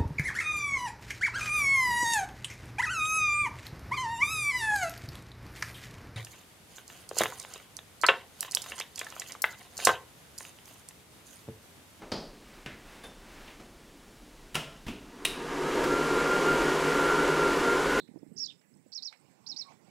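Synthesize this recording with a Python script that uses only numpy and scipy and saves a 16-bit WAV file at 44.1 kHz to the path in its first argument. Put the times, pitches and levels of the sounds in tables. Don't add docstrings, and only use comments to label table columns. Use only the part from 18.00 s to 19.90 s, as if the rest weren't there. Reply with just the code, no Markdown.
import sys
import numpy as np
from scipy import signal
from scipy.io import wavfile
from scipy.ndimage import uniform_filter1d

SR = 44100
rng = np.random.default_rng(int(sys.argv[2]) if len(sys.argv) > 2 else 0)


def to_wav(sig):
    pcm = np.clip(np.atleast_2d(sig), -1, 1) * 32767
    pcm = np.round(pcm).astype(np.int16)
    wavfile.write(sys.argv[1], SR, pcm.T)


N = 83790
TIME = np.arange(N) / SR


def amp(db):
    return 10 ** (np.asarray(db) / 20)


def unit(x):
    return x / np.sqrt(np.mean(x ** 2) + 1e-20)


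def smooth(x, seconds):
    lag = np.arange(-200, 201) / SR
    bell = np.exp(-2 * (lag / seconds) ** 2)
    padded = np.pad(x, len(lag) // 2, "edge")
    return np.convolve(padded, bell / bell.sum(), "valid")


def add(mix, start_s, sound):
    part = mix[max(round(start_s * SR), 0):][:len(sound)]
    part += sound[:len(part)]


def swell(rise_s):
    u = TIME / rise_s
    return u * np.exp(1 - u)


def level_curve(points):
    return amp(np.interp(TIME, *np.transpose(points)))


def noise(colour, patchy_db=0):
    hz = np.fft.rfftfreq(1024, 1 / SR)
    real, imag, patches = rng.standard_normal((3, N // 256 + 5, len(hz)))
    patches = uniform_filter1d(patches, size=6, axis=0)
    patches = unit(uniform_filter1d(patches, size=12, axis=1))
    colour_hz, colour_db = np.transpose(colour)
    spectrum_db = np.interp(np.log(hz + 1), np.log(colour_hz), colour_db)
    frames = (real + 1j * imag) * amp(spectrum_db + patchy_db * patches)
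    return unit(signal.istft(frames.T, nperseg=1024, noverlap=768)[1][:N])


def scatter(x, db, rise_s, t60_s):
    t = TIME[:SR // 2]
    tail = rng.standard_normal(len(t)) * amp(-60 * t / t60_s) * np.minimum(t / rise_s, 1)
    return amp(db) * signal.fftconvolve(x, tail / np.linalg.norm(tail))[:N]


EDGE_S, GLIDE_S = .0018, .0011
JITTER, JITTER_S = .007, .0005
RASP, RASP_HZ_PER_S, RASP_S = .18, 250000, .0004
OVERTONE_DB = -46


def tone(hz, db):
    t = np.arange(len(hz)) / SR
    wobble, grain = rng.standard_normal((2, N // 8))
    waver = 1 + JITTER * np.resize(unit(smooth(wobble, JITTER_S)), len(hz))
    glide_hz_per_s = abs(np.gradient(hz)) * SR
    roughness = np.resize(unit(smooth(grain, RASP_S)), len(hz))
    rasp = RASP * np.tanh(glide_hz_per_s / RASP_HZ_PER_S) * roughness
    phase = 2 * np.pi * np.cumsum(hz * waver) / SR
    whistle = np.sin(phase) + amp(OVERTONE_DB) * np.sin(2 * phase)
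    nearest_end_s = np.minimum(t, t[::-1])
    ends = np.sin(np.pi / 2 * np.minimum(nearest_end_s / EDGE_S, 1)) ** 2
    return ends * amp(db) * (1 + rasp) * whistle


def note(contour, pitch=1):
    s, hz, db = np.transpose(sorted(contour))
    t = np.arange(s[0], s[-1] + EDGE_S / 2, 1 / SR)
    hz_curve = smooth(np.interp(t, s, hz), GLIDE_S)
    db_curve = smooth(np.interp(t, s, db), GLIDE_S)
    return s[0], tone(pitch * hz_curve, db_curve)


# time in seconds, pitch in Hz, level in dB.
EARLIER_NOTE = [(0, 4280, -32), (.003, 4050, -39), (.007, 3600, -52)]


def earlier_note(song):
    add(song, *note(EARLIER_NOTE))


# frequency in Hz, relative level in dB.
EARLIER_ECHO_COLOUR = [(2700, -43), (3600, 5), (4200, 5.5), (5500, -54)]


def earlier_echo():
    start_db, t60_s = -52, .24
    return amp(start_db - 60 * TIME / t60_s) * noise(EARLIER_ECHO_COLOUR)


# frequency in Hz, relative level in dB.
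SONG_NOISE_COLOUR = [(1500, -18.5), (2500, 2), (3400, -27.5), (4500, 8.5), (7800, -3), (9000, -18.5),
                     (11000, -4.5), (13000, -30), (16000, -29)]


def song_noise(song):
    loudness = smooth(abs(song), GLIDE_S)
    return amp(-23.5) * loudness * noise(SONG_NOISE_COLOUR, patchy_db=5)


# frequency in Hz, relative level in dB.
RUMBLE_COLOUR = [(20, -1), (45, -36), (80, -15.5), (140, 3), (200, 1.5), (320, -2.5), (500, -11.5),
                 (900, -30), (2000, -97), (16000, -80)]
# time in seconds, level in dB.
RUMBLE_LEVEL = [(0, -56), (.07, -56), (.2, -53), (.38, -52), (.5, -59.5), (.68, -62.5), (.76, -58),
                (.9, -64), (.95, -77.5), (1.01, -65.5), (1.08, -79), (1.19, -66.5), (1.26, -56),
                (1.44, -63.5), (1.56, -55), (1.66, -66.5), (1.79, -64.5), (1.84, -52), (1.9, -56.5)]


def low_rumble():
    return noise(RUMBLE_COLOUR, patchy_db=2.5) * level_curve(RUMBLE_LEVEL)


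# frequency in Hz, relative level in dB.
BREEZE_COLOUR = [(200, -10.5), (500, -9.5), (850, -2), (1200, -11.5), (1600, -18), (2300, -15.5),
                 (3300, -21.5), (6000, -20), (16000, -53)]
# time in seconds, level in dB.
BREEZE_LEVEL = [(0, -75), (.6, -76.5), (.95, -70), (1.18, -66), (1.3, -65), (1.5, -63), (1.64, -60.5),
                (1.71, -55), (1.78, -65.5), (1.9, -59.5)]


def breeze():
    return noise(BREEZE_COLOUR, patchy_db=3.5) * level_curve(BREEZE_LEVEL)


# frequency in Hz, relative level in dB.
AIR_COLOUR = [(100, -22), (700, -1.5), (1400, 2.5), (2200, 5), (3300, -7.5), (5500, -2.5), (6500, -7),
              (7300, 5.5), (7900, 7), (8800, -4.5), (10500, -4.5), (13000, -9), (16000, -5)]


def outdoor_air():
    return amp(-69) * noise(AIR_COLOUR, patchy_db=3.5)


# frequency in Hz, relative level in dB.
HISS_COLOUR = [(30, -12), (600, -13.5), (1300, -18), (2000, -4), (2700, -3), (4700, 1), (8000, 0),
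               (16000, -0.5)]


def channel_hiss():
    return amp(-79) * noise(HISS_COLOUR, patchy_db=2.5)


CRACKLE_HZ = [5280, 7840, 8400]
CRACKLE_PER_S, CRACKLE_RISE_S = 11, .002
CRACKLE_DB, CRACKLE_SPREAD_DB = -61, .5


def crackle():
    u = TIME[:SR // 50] / CRACKLE_RISE_S
    envelope = u * np.exp(1 - u)
    chance = CRACKLE_PER_S / len(CRACKLE_HZ) / SR
    out = np.zeros(N)
    for hz in CRACKLE_HZ:
        extra_db = CRACKLE_SPREAD_DB * np.minimum(rng.exponential(1, N), 2)
        snaps = amp(CRACKLE_DB + extra_db) * (rng.random(N) < chance)
        snap = envelope * np.sin(2 * np.pi * hz * TIME[:len(u)])
        out += signal.fftconvolve(snaps, snap)[:N]
    return out


# start in seconds, level in dB.
TICKS = [(0.074, -62.5), (0.611, -65.5), (1.123, -50), (1.717, -61.5)]
# frequency in Hz, relative level in dB.
TICK_COLOUR = [(300, -12), (1100, -18), (1400, -7), (1900, 1), (2250, 5), (2800, -4), (4500, -17),
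               (9000, -24), (16000, -65)]
# frequency in Hz, relative level in dB.
CRACK_COLOUR = [(500, -13), (2200, -3.5), (3000, -18.5), (4300, -5.5), (6000, -14), (16000, -50)]
TICK_RISE_S, TICK_T60_S = .004, .081
TICK_TAIL_DB, TICK_TAIL_T60_S = -9, .21
CRACK_DELAY_S, CRACK_DB, CRACK_RISE_S = .003, -1, .0012


def ticks():
    body = amp(-60 * TIME / TICK_T60_S)
    tail = amp(TICK_TAIL_DB - 60 * TIME / TICK_TAIL_T60_S)
    shape = np.minimum(TIME / TICK_RISE_S, 1) * (body + tail)
    out = np.zeros(N)
    for start_s, db in TICKS:
        add(out, start_s, amp(db) * shape * noise(TICK_COLOUR))
        for _ in range(2):
            crack = swell(CRACK_RISE_S) * noise(CRACK_COLOUR)
            add(out, start_s + CRACK_DELAY_S, amp(db + CRACK_DB) * crack)
    return out


# start in seconds, level in dB, pitch in Hz, rise in seconds.
BUMPS = [(.088, -38.5, 240, .003), (.112, -43, 190, .004), (.139, -45, 300, .0024),
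         (.1585, -33, 290, .0024), (.169, -42, 350, .0028), (.2295, -37, 300, .0026),
         (.263, -48, 300, .004), (.3155, -37.5, 205, .004), (.355, -45, 155, .007),
         (.860, -45.5, 270, .0026), (1.696, -51, 150, .004)]
# frequency as share of twice the bump's pitch, relative level in dB.
PUFF_COLOUR = [(.1, -27), (.4, 3), (1, 2.5), (1.5, -17), (2.6, -60)]
PUFF_DB = -9


def wind_bumps():
    out = np.zeros(N)
    for start_s, db, hz, rise_s in BUMPS:
        puff = noise([(share * 2 * hz, level) for share, level in PUFF_COLOUR])
        push = np.sin(2 * np.pi * hz * TIME) + amp(PUFF_DB) * puff
        add(out, start_s, amp(db) * swell(rise_s) * push)
    return out


# time in seconds, pitch in Hz, level in dB.
PHRASE = [
    [(.361, 4800, -58), (.368, 5450, -42), (.373, 6150, -41), (.377, 6800, -48)],
    [(.3755, 4400, -41), (.380, 5330, -32), (.387, 5780, -33), (.3925, 6850, -40), (.398, 6200, -50)],
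    [(.3915, 4250, -44), (.399, 5300, -30), (.409, 5610, -30), (.421, 5510, -28.5), (.433, 5260, -26.5),
     (.450, 4620, -32), (.457, 3950, -43)],
    [(.424, 4750, -52), (.436, 4450, -45), (.445, 4150, -42), (.449, 3900, -50)],
    [(.455, 7400, -50), (.4585, 7000, -42), (.463, 5350, -29.5), (.466, 4450, -33), (.469, 3800, -42),
     (.473, 4100, -42), (.479, 3200, -51)],
    [(.470, 4300, -48), (.474, 5500, -42), (.478, 4000, -44)],
    [(.480, 3100, -55), (.487, 3450, -40), (.5005, 3680, -39.5), (.5055, 2850, -46)],
]


def opening_phrase(song):
    for contour in PHRASE:
        add(song, *note(contour))


# start in seconds, opening level in dB.
PIPS = [(.449, -53), (0.77, -52.5), (1.545, -48.5), (1.621, -53), (1.668, -52)]
PIP_HZ, PIP_S, PIP_FALL_DB = 7970, .0043, -10


def pips():
    out = np.zeros(N)
    for start_s, db in PIPS:
        add(out, start_s, note([(0, PIP_HZ, db), (PIP_S, PIP_HZ, db + PIP_FALL_DB)])[1])
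    return out + scatter(out, db=-17, rise_s=.0065, t60_s=.2)


VIBRATO_PER_S, VIBRATO_HZ = 148, 520
QUAVER_SAG_HZ, QUAVER_FADE_DB, QUAVER_THROB_DB = 520, -16, 3


def quaver(length_s, hz, db):
    t = np.arange(0, length_s, 1 / SR)
    swing = -np.cos(2 * np.pi * VIBRATO_PER_S * t)
    age = t / length_s
    pitch_hz = hz + VIBRATO_HZ * swing - QUAVER_SAG_HZ * age
    return tone(pitch_hz, db + QUAVER_THROB_DB * swing + QUAVER_FADE_DB * age)


# time in seconds, pitch in Hz, level in dB.
BEAK_CLICK = [(.9192, 6000, -44), (.9205, 5300, -39), (.922, 4500, -46)]


def beak_click(song):
    add(song, *note(BEAK_CLICK))


# stutter start in seconds, stutter level in dB,
# whistle start in seconds, whistle level in dB, pitch in Hz.
CHIRPS = [(.9240, -37, .9450, -30.3, 5230), (1.0220, -33.5, 1.0427, -30.8, 5250),
          (1.4634, -35, 1.4850, -30.8, 5190), (1.5615, -32.5, 1.5810, -29.8, 5230)]
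# seconds after the stutter's start,
# pitch in Hz, level in dB relative to the stutter's.
STUTTER = [
    [(-.0005, 3600, -11), (.0028, 4550, 0), (.0062, 5950, -6)],
    [(.005, 3600, -7), (.0095, 5150, 1.5), (.014, 5750, -6)],
    [(.0115, 4200, -3), (.0155, 5000, 1), (.0205, 4700, -7)],
]
# seconds after its start, pitch as share of the chirp's,
# level in dB relative to the whistle's.
WHISTLE = [(0, 1.37, -19), (.005, 1.13, -10), (.010, 1.07, -3.5), (.017, 1.015, -.3), (.0235, .985, -.8),
           (.0268, 1.14, -13), (.029, 1.04, -3), (.033, .86, -1.5), (.044, .765, -5), (.056, .685, -20)]


def chirps(song):
    for stutter_s, stutter_db, whistle_s, whistle_db, hz in CHIRPS:
        for flick in STUTTER:
            offset_s, sound = note(flick)
            add(song, stutter_s + offset_s, amp(stutter_db) * sound)
        add(song, whistle_s, amp(whistle_db) * note(WHISTLE, hz)[1])


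# time in seconds, pitch in Hz, level in dB.
FAR_CALL = [
    [(1.645, 1090, -66), (1.666, 1130, -51), (1.684, 1080, -50), (1.698, 990, -57)],
    [(1.682, 2113, -65), (1.693, 2290, -51), (1.702, 2360, -75)],
]


def far_call():
    call = np.zeros(N)
    for contour in FAR_CALL:
        add(call, *note(contour))
    return call + scatter(call, db=-5, rise_s=.0036, t60_s=.3)


def bird():
    song = np.zeros(N)
    earlier_note(song)
    echo = earlier_echo()
    opening_phrase(song)
    beak_click(song)
    add(song, .5040, quaver(length_s=.026, hz=3400, db=-42))
    chirps(song)
    song += song_noise(song)
    near_grass = scatter(song, db=-15, rise_s=.002, t60_s=.075)
    far_grass = scatter(song, db=-14.5, rise_s=.0069, t60_s=.21)
    return song + echo + near_grass + far_grass


def scene():
    voices = bird() + far_call() + pips()
    wind = low_rumble() + breeze() + wind_bumps()
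    meadow = voices + wind + ticks() + outdoor_air()
    left = channel_hiss()
    return np.array([left, meadow + crackle()])


def record(dry):
    low_cut = signal.butter(2, 119, "high", fs=SR, output="sos")
    thin = signal.sosfilt(low_cut, dry)
    band_limit = signal.firwin(511, 15700, window=("kaiser", 9), fs=SR)
    return signal.oaconvolve(thin, band_limit[None], "same")


dry = scene()
out = record(dry)
to_wav(out)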